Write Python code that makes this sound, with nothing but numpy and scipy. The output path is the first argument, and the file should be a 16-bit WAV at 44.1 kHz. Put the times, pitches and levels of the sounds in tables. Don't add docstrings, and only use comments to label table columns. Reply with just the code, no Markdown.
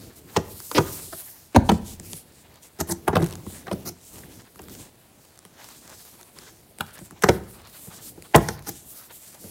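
import sys
import numpy as np
from scipy import signal
from scipy.fft import rfft, irfft, next_fast_len
from scipy.io import wavfile
from scipy.ndimage import map_coordinates

SR = 44100
rng = np.random.default_rng(int(sys.argv[2]) if len(sys.argv) > 2 else 0)


def master(y):
    cut = np.clip(np.atleast_2d(y).T, -1, 1)
    pcm = np.round(cut * 32767)
    wavfile.write(sys.argv[1], SR, pcm.astype(np.int16))


N = 418950
SIZE = 8192
HZ = np.fft.rfftfreq(SIZE, 1 / SR)
LEAD = SIZE // 16


def amp(db):
    return 10 ** (np.asarray(db) / 20)


def unit(x):
    return x / np.sqrt(np.mean(x ** 2) + 1e-20)


def along(points, hz):
    f, v = np.transpose(points)
    return np.interp(np.log(hz + 1), np.log(f + 1), v)


def wobble(rate):
    coarse = np.arange(0, N, max(1, int(SR / rate) // 10))
    knots = rng.standard_normal(int(N * rate / SR) + 4)
    values = map_coordinates(knots, [coarse * rate / SR])
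    return np.interp(np.arange(N), coarse, values)


def filtered(x, response):
    m = next_fast_len(N + SR // 2)
    return irfft(rfft(x, m) * response(np.fft.rfftfreq(m, 1 / SR)), m)[:N]


# (frequency [Hz], relative level [dB])
AIR_SPECTRUM = [(15, -34.5), (25, -9), (92, -1), (545, -7.5), (624, -3), (677, -4), (1190, -12.5),
                (4490, -17), (6920, -32.5), (14000, -37), (16000, -13)]


def air():
    hush = filtered(rng.standard_normal(N), lambda hz: amp(along(AIR_SPECTRUM, hz)))
    return amp(-59) * unit(hush)


def rub(spectrum, grain_db, flutter_db, patchy_db):
    pressure_db = grain_db * wobble(900) + flutter_db * wobble(35)
    catches = rng.standard_normal(N) * amp(pressure_db)
    hz, t, z = signal.stft(catches, nperseg=512)
    place = np.meshgrid(2.5 * np.log2(1 + hz * SR / 300), t / SR * 7, indexing="ij")
    field = map_coordinates(rng.standard_normal((20, 72)), place, mode="nearest")
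    shifting = signal.istft(z * amp(patchy_db * field), nperseg=512)[1][:N]
    return unit(filtered(shifting, lambda hz: amp(along(spectrum, hz))))


def strokes(rows, rest_db, unsteady_db):
    rise, fall = 0.22, 0.35
    coarse = np.arange(0, N, 32)
    start, length, db = np.transpose(rows)[..., None]
    progress = (coarse / SR - start) / length
    speed = np.clip(np.minimum(progress / rise, (1 - progress) / fall), 0, 1)
    gain = np.sqrt(amp(rest_db) ** 2 + np.sum((amp(db) * speed) ** 2, axis=0))
    return np.interp(np.arange(N), coarse, gain) * amp(unsteady_db * wobble(10))


# (start [s], length [s], level [dB])
SHIFTS_ON_MAT = [(-0.03, 0.18, -43.5), (0.13, 0.34, -50), (0.4, 0.21, -46), (0.84, .3, -45),
                 (1.7, 0.66, -48.5), (2.45, 0.23, -60), (2.92, 0.25, -47.5), (3.1, 0.87, -47),
                 (3.68, 0.29, -47.5), (4.08, 0.44, -49.5), (4.56, 0.37, -50), (5.68, .36, -56),
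                 (6.25, 0.32, -56), (6.86, 0.25, -56), (7.32, 0.39, -53.5), (7.9, 0.54, -51.5),
                 (9.38, 0.29, -48)]
# (frequency [Hz], relative level [dB])
KNEE_SPECTRUM = [(20, -32), (45, -4), (85, 2.5), (130, 0.5), (185, -0.5), (260, -1.5), (340, -2),
                 (550, -10), (1200, -26.5)]


def knees():
    gain = strokes(SHIFTS_ON_MAT, rest_db=-59, unsteady_db=1.5)
    return gain * rub(KNEE_SPECTRUM, grain_db=2.0, flutter_db=1.5, patchy_db=1.5)


# (start [s], length [s], level before mixing [dB], sheen relative to that level [dB])
SHIRT_BRUSHES = [(-0.02, 0.12, -50.5, -19), (0.153, 0.053, -48.5, 0), (0.26, 0.2, -53.5, 0.5),
                 (0.383, 1.16, -44, 5), (0.908, 0.1, -39, 7), (1.625, 0.18, -46, -6),
                 (1.84, .14, -42.5, -3), (2.009, 0.24, -44, -2), (2.331, 0.12, -55.5, -6),
                 (2.614, 0.084, -48.5, -9), (3.21, 0.099, -50, 3), (3.446, .19, -46, 1),
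                 (3.985, 0.3, -50, -1), (4.282, .19, -51.5, -8), (4.574, 0.26, -66, 8),
                 (4.692, 0.2, -46.5, 0.5), (5.54, 0.52, -52, -4), (5.896, 0.32, -49, -1.5),
                 (6.173, 0.25, -54, -3), (6.329, 0.22, -48.5, -23), (6.783, 0.13, -57.5, 3),
                 (6.928, 0.042, -50.5, 7), (6.982, 0.12, -51, 0), (7.238, 0.16, -45.5, 1),
                 (7.468, 0.12, -53, 8), (7.654, 0.32, -49, 2), (7.905, 0.11, -46, -5),
                 (7.999, 0.14, -43.5, 2), (8.196, 0.21, -55, -4), (8.375, 0.21, -42.5, -3),
                 (8.614, 0.25, -45, -3), (8.845, 0.26, -47, 5.5), (9.087, 0.31, -48, 1.5),
                 (9.368, 0.24, -46, -4.5)]
# (frequency [Hz], relative level [dB])
CLOTH_SPECTRUM = [(800, -29.5), (2000, -13.5), (3200, -8), (5000, -5), (8000, -0.5), (12500, 2),
                  (15200, -0.5), (16000, -9)]


def shirts():
    rest_db = -60.5
    swish_rows = [row[:3] for row in SHIRT_BRUSHES]
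    sheen_rows = [(s, length, db + sheen_db) for s, length, db, sheen_db in SHIRT_BRUSHES]
    swish_gain = strokes(swish_rows, rest_db, unsteady_db=1.0)
    sheen_gain = strokes(sheen_rows, rest_db, unsteady_db=0.5)
    cloth = rub(CLOTH_SPECTRUM, grain_db=1.0, flutter_db=1.5, patchy_db=2.2)
    swish = filtered(cloth, lambda hz: 1 / (1 + (hz / 9500) ** 6))
    sheen = cloth - swish
    return amp(-3.25) * swish_gain * unit(swish) + amp(-4.6) * sheen_gain * unit(sheen)


def causal(db):
    cepstrum = irfft(np.log(amp(db)))
    cepstrum[1:SIZE // 2] *= 2
    cepstrum[SIZE // 2 + 1:] = 0
    return np.exp(rfft(cepstrum))


# (frequency [Hz], gain [dB])
BOARD_COLOUR = [(20, -40), (32, -26), (50, -12.5), (88, 4), (130, -1), (175, 8), (255, -6), (345, 5),
                (520, -4.5), (650, -1.5), (780, 0), (1000, -4), (1450, -8.5), (1900, -11.5), (2400, -17),
                (3100, -19), (4000, -20.5), (6000, -22), (12000, -29), (16000, -36.5)]


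def panel(lag, echo_db, knee_hz=200):
    delay = lag * np.exp(0.2133 * rng.standard_normal()) / (1 + (HZ / knee_hz) ** 1.4)
    bending = np.exp(-2j * np.pi * np.cumsum(delay) * SR / SIZE)
    late = rng.uniform(0.002077, .03, (14, 1))
    sign = rng.choice([-1, 1], (14, 1))
    loss_db = echo_db - late * (330 + HZ / 3.85)
    edges = np.sum(sign * amp(loss_db) * np.exp(-2j * np.pi * HZ * late), axis=0)
    direct = 0.78 * rng.choice([-1, 1]) * 1j * HZ / (500 + 1j * HZ)
    direct = direct * np.exp(-2j * np.pi * HZ * rng.uniform(0, 0.00061))
    return causal(along(BOARD_COLOUR, HZ)) * (direct + bending * (1 + edges))


# (low edge [Hz], high edge [Hz])
CONTACT_BANDS = [(40, 135), (135, 400), (400, 1400), (1400, 4500), (4500, 16000)]
BAND_CENTRES = np.sqrt(np.prod(CONTACT_BANDS, axis=1))
OCTAVES = np.log2(BAND_CENTRES / 420)


def balance(tone, db, brightness=0):
    return db + np.array(tone) + brightness * OCTAVES[:len(tone)]


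def add(track, s, force, levels_db, lag, echo_db):
    z = rfft(force, SIZE) * panel(lag, echo_db)
    span = .03 * SR
    power = [2 * np.sum(np.abs(z[(HZ >= lo) & (HZ < hi)]) ** 2) / SIZE / span for lo, hi in CONTACT_BANDS]
    correction_db = levels_db - 10 * np.log10(np.array(power) + 1e-20)
    colour = np.column_stack([BAND_CENTRES, correction_db])
    wave = np.roll(irfft(z * causal(along(colour, HZ))), LEAD)
    start = max(round(s * SR) - LEAD, 0)
    track[start:start + SIZE] += wave[:len(track) - start]


def tearing(length, grain_db, release, rise):
    t = np.arange(SIZE) / SR
    clumps = np.repeat(rng.standard_normal(SIZE // 32), 32)
    swell = 1 - np.exp(-t / abs(rise * length))
    fade = np.exp(-np.maximum(t - length, 0) / release)
    force = rng.standard_normal(SIZE) * amp(grain_db * clumps) * swell * fade
    return force / np.linalg.norm(force)


SNAP_RISE = .2


def blow(length):
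    instant = np.arange(SIZE) == int(.3 * length * SR)
    push = signal.lfilter(*signal.butter(1, 1500, fs=SR), instant)
    return tearing(length, grain_db=3.5, release=0.0029, rise=SNAP_RISE) + 0.59 * push


# (time [s], length [s], strength [dB])
CRATE_BUMPS = [(0.017, .005, -58), (1.716, 0.0039, -17.5), (1.998, 0.0028, -43), (2.131, 0.0059, -44.5),
               (3.19, .021, -25), (3.214, 0.02, -20), (3.465, 0.0013, -34.5), (3.856, 0.0093, -36.5),
               (4.231, .014, -49), (4.364, 0.0096, -53), (4.792, 0.0069, -45.5), (6.799, 0.0043, -36),
               (7.009, 0.01, -42.5), (7.118, 0.0077, -44.5), (7.872, 0.0038, -42), (8.175, .0024, -42),
               (9.436, 0.0078, -42.5)]


def thuds():
    tone = [-6.5, 0, -15, -26, -24.5]  # dB, boom to fizz
    track = np.zeros(N)
    for s, length, db in CRATE_BUMPS:
        add(track, s, blow(length), balance(tone, db), lag=0.0153, echo_db=-13.5)
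    return track


# (frequency [Hz], width [Hz], relative level [dB])
CRATE_MODES = [(85, 4.8, -1), (163, 14, -7.5), (201, 3.2, -4.5), (321, 24, -2), (745, 100, -5.5),
               (910, 39, -11.5), (1640, 220, -14.5), (2350, 120, -15.5)]


def crate(x):
    def modes(f):
        return sum(amp(db) * 1j * f * width / (centre * centre - f * f + 1j * f * width)
                   for centre, width, db in CRATE_MODES)
    return filtered(x, lambda f: modes(f) * np.exp(-2j * np.pi * f * .008))


# (frequency [Hz], time [s])
ROOM_DECAY = [(60, 1), (170, 0.56), (420, 0.37), (1100, 0.55), (3000, 0.41), (10000, 0.088)]
# (frequency [Hz], level [dB])
ROOM_TAIL_LEVEL = [(60, -8.5), (200, -11), (500, -13.5), (800, -17), (1400, -17), (1900, -15),
                   (2500, -18.5), (10000, -14.5)]


def room(x, count=12):
    wet = np.zeros(N + SR)
    for part in np.array_split(np.arange(N), count):
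        hz, t, z = signal.stft(rng.standard_normal(SR * 3 // 4), SR, nperseg=256)
        fall = amp(-60 * t / along(ROOM_DECAY, hz)[:, None])
        decay = fall * (1 - np.exp(-t / 0.0092))
        level = amp(along(ROOM_TAIL_LEVEL, hz))[:, None]
        decay *= level / np.sqrt(np.mean(decay ** 2, axis=1, keepdims=True))
        tail = signal.istft(z * decay, SR, nperseg=256)[1]
        answer = signal.fftconvolve(x[part], tail / np.sqrt(len(tail)))
        wet[part[0]:part[0] + len(answer)] += answer
    return wet[:N]


def crackle(rate=28, spread_db=5):
    strength = amp(spread_db * np.clip(rng.standard_normal(N), -2, 1.5))
    catches = (rng.random(N) < rate / SR) * strength
    envelope = signal.lfilter([1], [1, -np.exp(-1 / (0.0018 * SR))], catches)
    # (frequency [Hz], relative level [dB])
    skin = [(150, -25.0), (500, 1), (1500, -7.5), (3200, -10), (8000, -7.0), (16000, -13.5)]
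    return unit(filtered(envelope * rng.standard_normal(N), lambda hz: amp(along(skin, hz))))


# (start [s], length [s], friction level [dB])
PALM_SLIDES = [(0.27, 0.12, -50), (0.82, 0.24, -46), (1.1, 0.31, -60), (1.68, 0.17, -54), (2.4, 0.29, -60),
               (3.1, 0.33, -46), (3.46, 0.21, -51), (4.08, 0.44, -54.5), (4.58, 0.34, -52.5),
               (5.56, 0.26, -54), (5.75, 0.5, -57.5), (6.33, 0.24, -51), (6.82, 0.3, -57.5),
               (7.33, 0.58, -57), (7.85, 0.27, -55), (8.44, 0.3, -58), (8.9, 0.24, -53.5), (9.2, 0.26, -57)]
# (frequency [Hz], relative level [dB])
PALM_SPECTRUM = [(150, -26.5), (400, -3), (900, 1), (1700, -2), (3000, -7), (4500, -7), (9000, -33)]


def palms():
    friction = rub(PALM_SPECTRUM, grain_db=2.0, flutter_db=5.0, patchy_db=2.5)
    gain = strokes(PALM_SLIDES, rest_db=-64.5, unsteady_db=-1.5)
    return gain * (friction + amp(-4) * crackle())


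# (time [s], length [s], strength before track gain [dB],
# brightness [dB per octave], fizz of torn fibres before track gain [dB])
STAPLE_SNAPS = [(0.362, 0.0088, -23.5, 1.1, -33.5), (0.713, 0.0025, -44, 5, -44.5),
                (0.78, 0.0052, -20, 1.1, -36), (1.125, 0.0083, -44.5, 3, -54),
                (1.5604, 0.0028, -14.5, -1.4, -35), (1.69, 0.0051, -20, 1.2, -38.5),
                (3.077, 0.0064, -24, 1.2, -38), (3.127, 0.013, -30, -1.8, -58.5),
                (3.153, 0.0053, -26.5, 1.5, -42), (3.166, 0.0023, -23, 0.1, -45.5),
                (3.667, 0.0039, -49.5, 5, -62), (3.679, 0.0028, -42.5, 3, -67),
                (3.712, 0.0045, -32.5, -0.5, -52), (4.591, 0.0026, -50, 2, -59),
                (6.806, 0.0031, -40, 7, -41), (7.22, 0.0089, -49.5, 6.5, -38.5),
                (7.235, 0.0079, -21.5, 3.5, -31.5), (7.286, 0.0064, -18, 0.5, -31),
                (8.344, 0.0039, -20.5, 3, -45), (8.349, 0.0055, -15, 1, -35.5),
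                (8.358, 0.0031, -23.5, -2.5, -23.5), (8.379, 0.0034, -29.5, -1.8, -51),
                (8.486, 0.0014, -35.5, 4, -35)]


def snaps():
    tone = [-5, 0, -0.5, -11.5]  # dB, boom to crack
    swell_s, swell_db = .009, -22
    track = np.zeros(N)
    for s, length, db, brightness, fizz_db in STAPLE_SNAPS:
        swell = tearing(swell_s, grain_db=5.5, release=0.0022, rise=1)
        swell = np.roll(swell, -min(int(swell_s * SR), LEAD))
        force = blow(length) + amp(swell_db) * swell
        levels_db = np.append(balance(tone, db, brightness), fizz_db)
        add(track, s, force, levels_db, lag=0.01614, echo_db=-11.0)
    return track * amp(2.6)


# (time [s], strength [dB], brightness [dB per octave])
FINGER_TICKS = [(0.602, -51.5, 1.5), (1.998, -62, 4.5), (2.132, -52, 3), (3.226, -50, 1),
                (3.326, -46, -0.5), (3.354, -52, .5), (4.558, -53.5, -1.5), (4.618, -67.5, 3.5),
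                (4.639, -76, 4.5), (4.684, -51, -1), (4.751, -53, 0), (5.376, -67, 2), (5.39, -70, 4.5),
                (5.451, -53, -0.2), (6.212, -62, 2), (6.23, -61, 1.5), (6.387, -53.5, 1.3),
                (6.786, -53.5, 1.3), (6.99, -51, -.5), (7.109, -49.5, -0.6), (8.223, -57, 1.7)]


def ticks():
    tone = [-14.5, -1, -5.5, -3, 0]  # dB, boom to fizz
    track = np.zeros(N)
    for s, db, brightness in FINGER_TICKS:
        force = tearing(.0005, grain_db=5, release=.0006, rise=SNAP_RISE)
        add(track, s, force, balance(tone, db, brightness), lag=0.0119, echo_db=-14)
    return track


# (time [s], length [s], strength before track gain [dB],
# brightness [dB per octave], fizz before track gain [dB])
STAPLE_CREAKS = [(0.749, .031, -24.5, 1.3, -34.5), (1.547, .0099, -24, -1.5, -49)]


def creaks(slip_hz=300, jitter=0.044, wire_hz=5200):
    tone = [-15.5, 2, -5.5, -6.5]  # dB, boom to crack
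    track = np.zeros(N)
    for s, length, db, brightness, fizz_db in STAPLE_CREAKS:
        slips = np.cumsum(1 + jitter * rng.standard_normal(40)) / slip_hz - 1 / slip_hz
        slips = np.abs(slips[slips < length])
        jerks = np.bincount((slips * SR).astype(int), 1.4 + slips / length, SIZE)
        force = jerks + 3.6 * tearing(length, grain_db=-1, release=0.0014, rise=.05)
        force = force + 2.5 * signal.lfilter(*signal.iirpeak(wire_hz, 4, fs=SR), force)
        levels_db = np.append(balance(tone, db, brightness), fizz_db)
        add(track, s, force, levels_db, lag=0.0068, echo_db=-10)
    return track * amp(2.5)


# (time [s], length [s], strength before track gain [dB],
# brightness [dB per octave], fizz before track gain [dB])
FLAP_SCRAPES = [(2.786, 0.014, -35.5, -1.5, -47), (2.799, 0.013, -25.5, -0.37, -30),
                (2.868, 0.029, -39.5, -1.3, -43), (2.887, 0.017, -32.5, -0.18, -37),
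                (2.903, 0.02, -29.5, -.5, -28.5), (3.721, 0.011, -34, -2.8, -44),
                (3.849, 0.045, -37.5, 0.48, -31), (8.664, 0.017, -38, 1, -39), (8.68, 0.014, -37, 1, -33.5)]


def scrapes():
    tone = [-12.5, -2.5, -9, -15]  # dB, boom to crack
    track = np.zeros(N)
    for s, length, db, brightness, fizz_db in FLAP_SCRAPES:
        force = tearing(length, grain_db=3.0, release=0.0034, rise=.4)
        levels_db = np.append(balance(tone, db, brightness), fizz_db)
        add(track, s, force, levels_db, lag=.018, echo_db=-14.5)
    return track * amp(2.5)


def squeak():
    time_s, length_s, centre_hz = 4.238, 0.0049, 1790
    swell = np.exp(-((np.arange(N) / SR - time_s) / length_s) ** 2)
    band = signal.butter(2, [.9 * centre_hz, 1.1 * centre_hz], "bandpass", fs=SR)
    return amp(-45) * swell * unit(signal.lfilter(*band, rng.standard_normal(N)))


def scene():
    movement = knees() + shirts() + palms()
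    board = thuds() + snaps() + ticks() + creaks() + scrapes()
    board = board + amp(-11.0) * crate(board)
    return (air() + movement + board + room(board) + squeak())[None]


def record(dry):
    flattened = dry[0] / (1 + np.abs(dry[0]) ** 8) ** (1 / 8)
    return filtered(flattened, lambda hz: 1 / (1 + (hz / 16000) ** 200))[None]


dry = scene()
out = record(dry)
master(out)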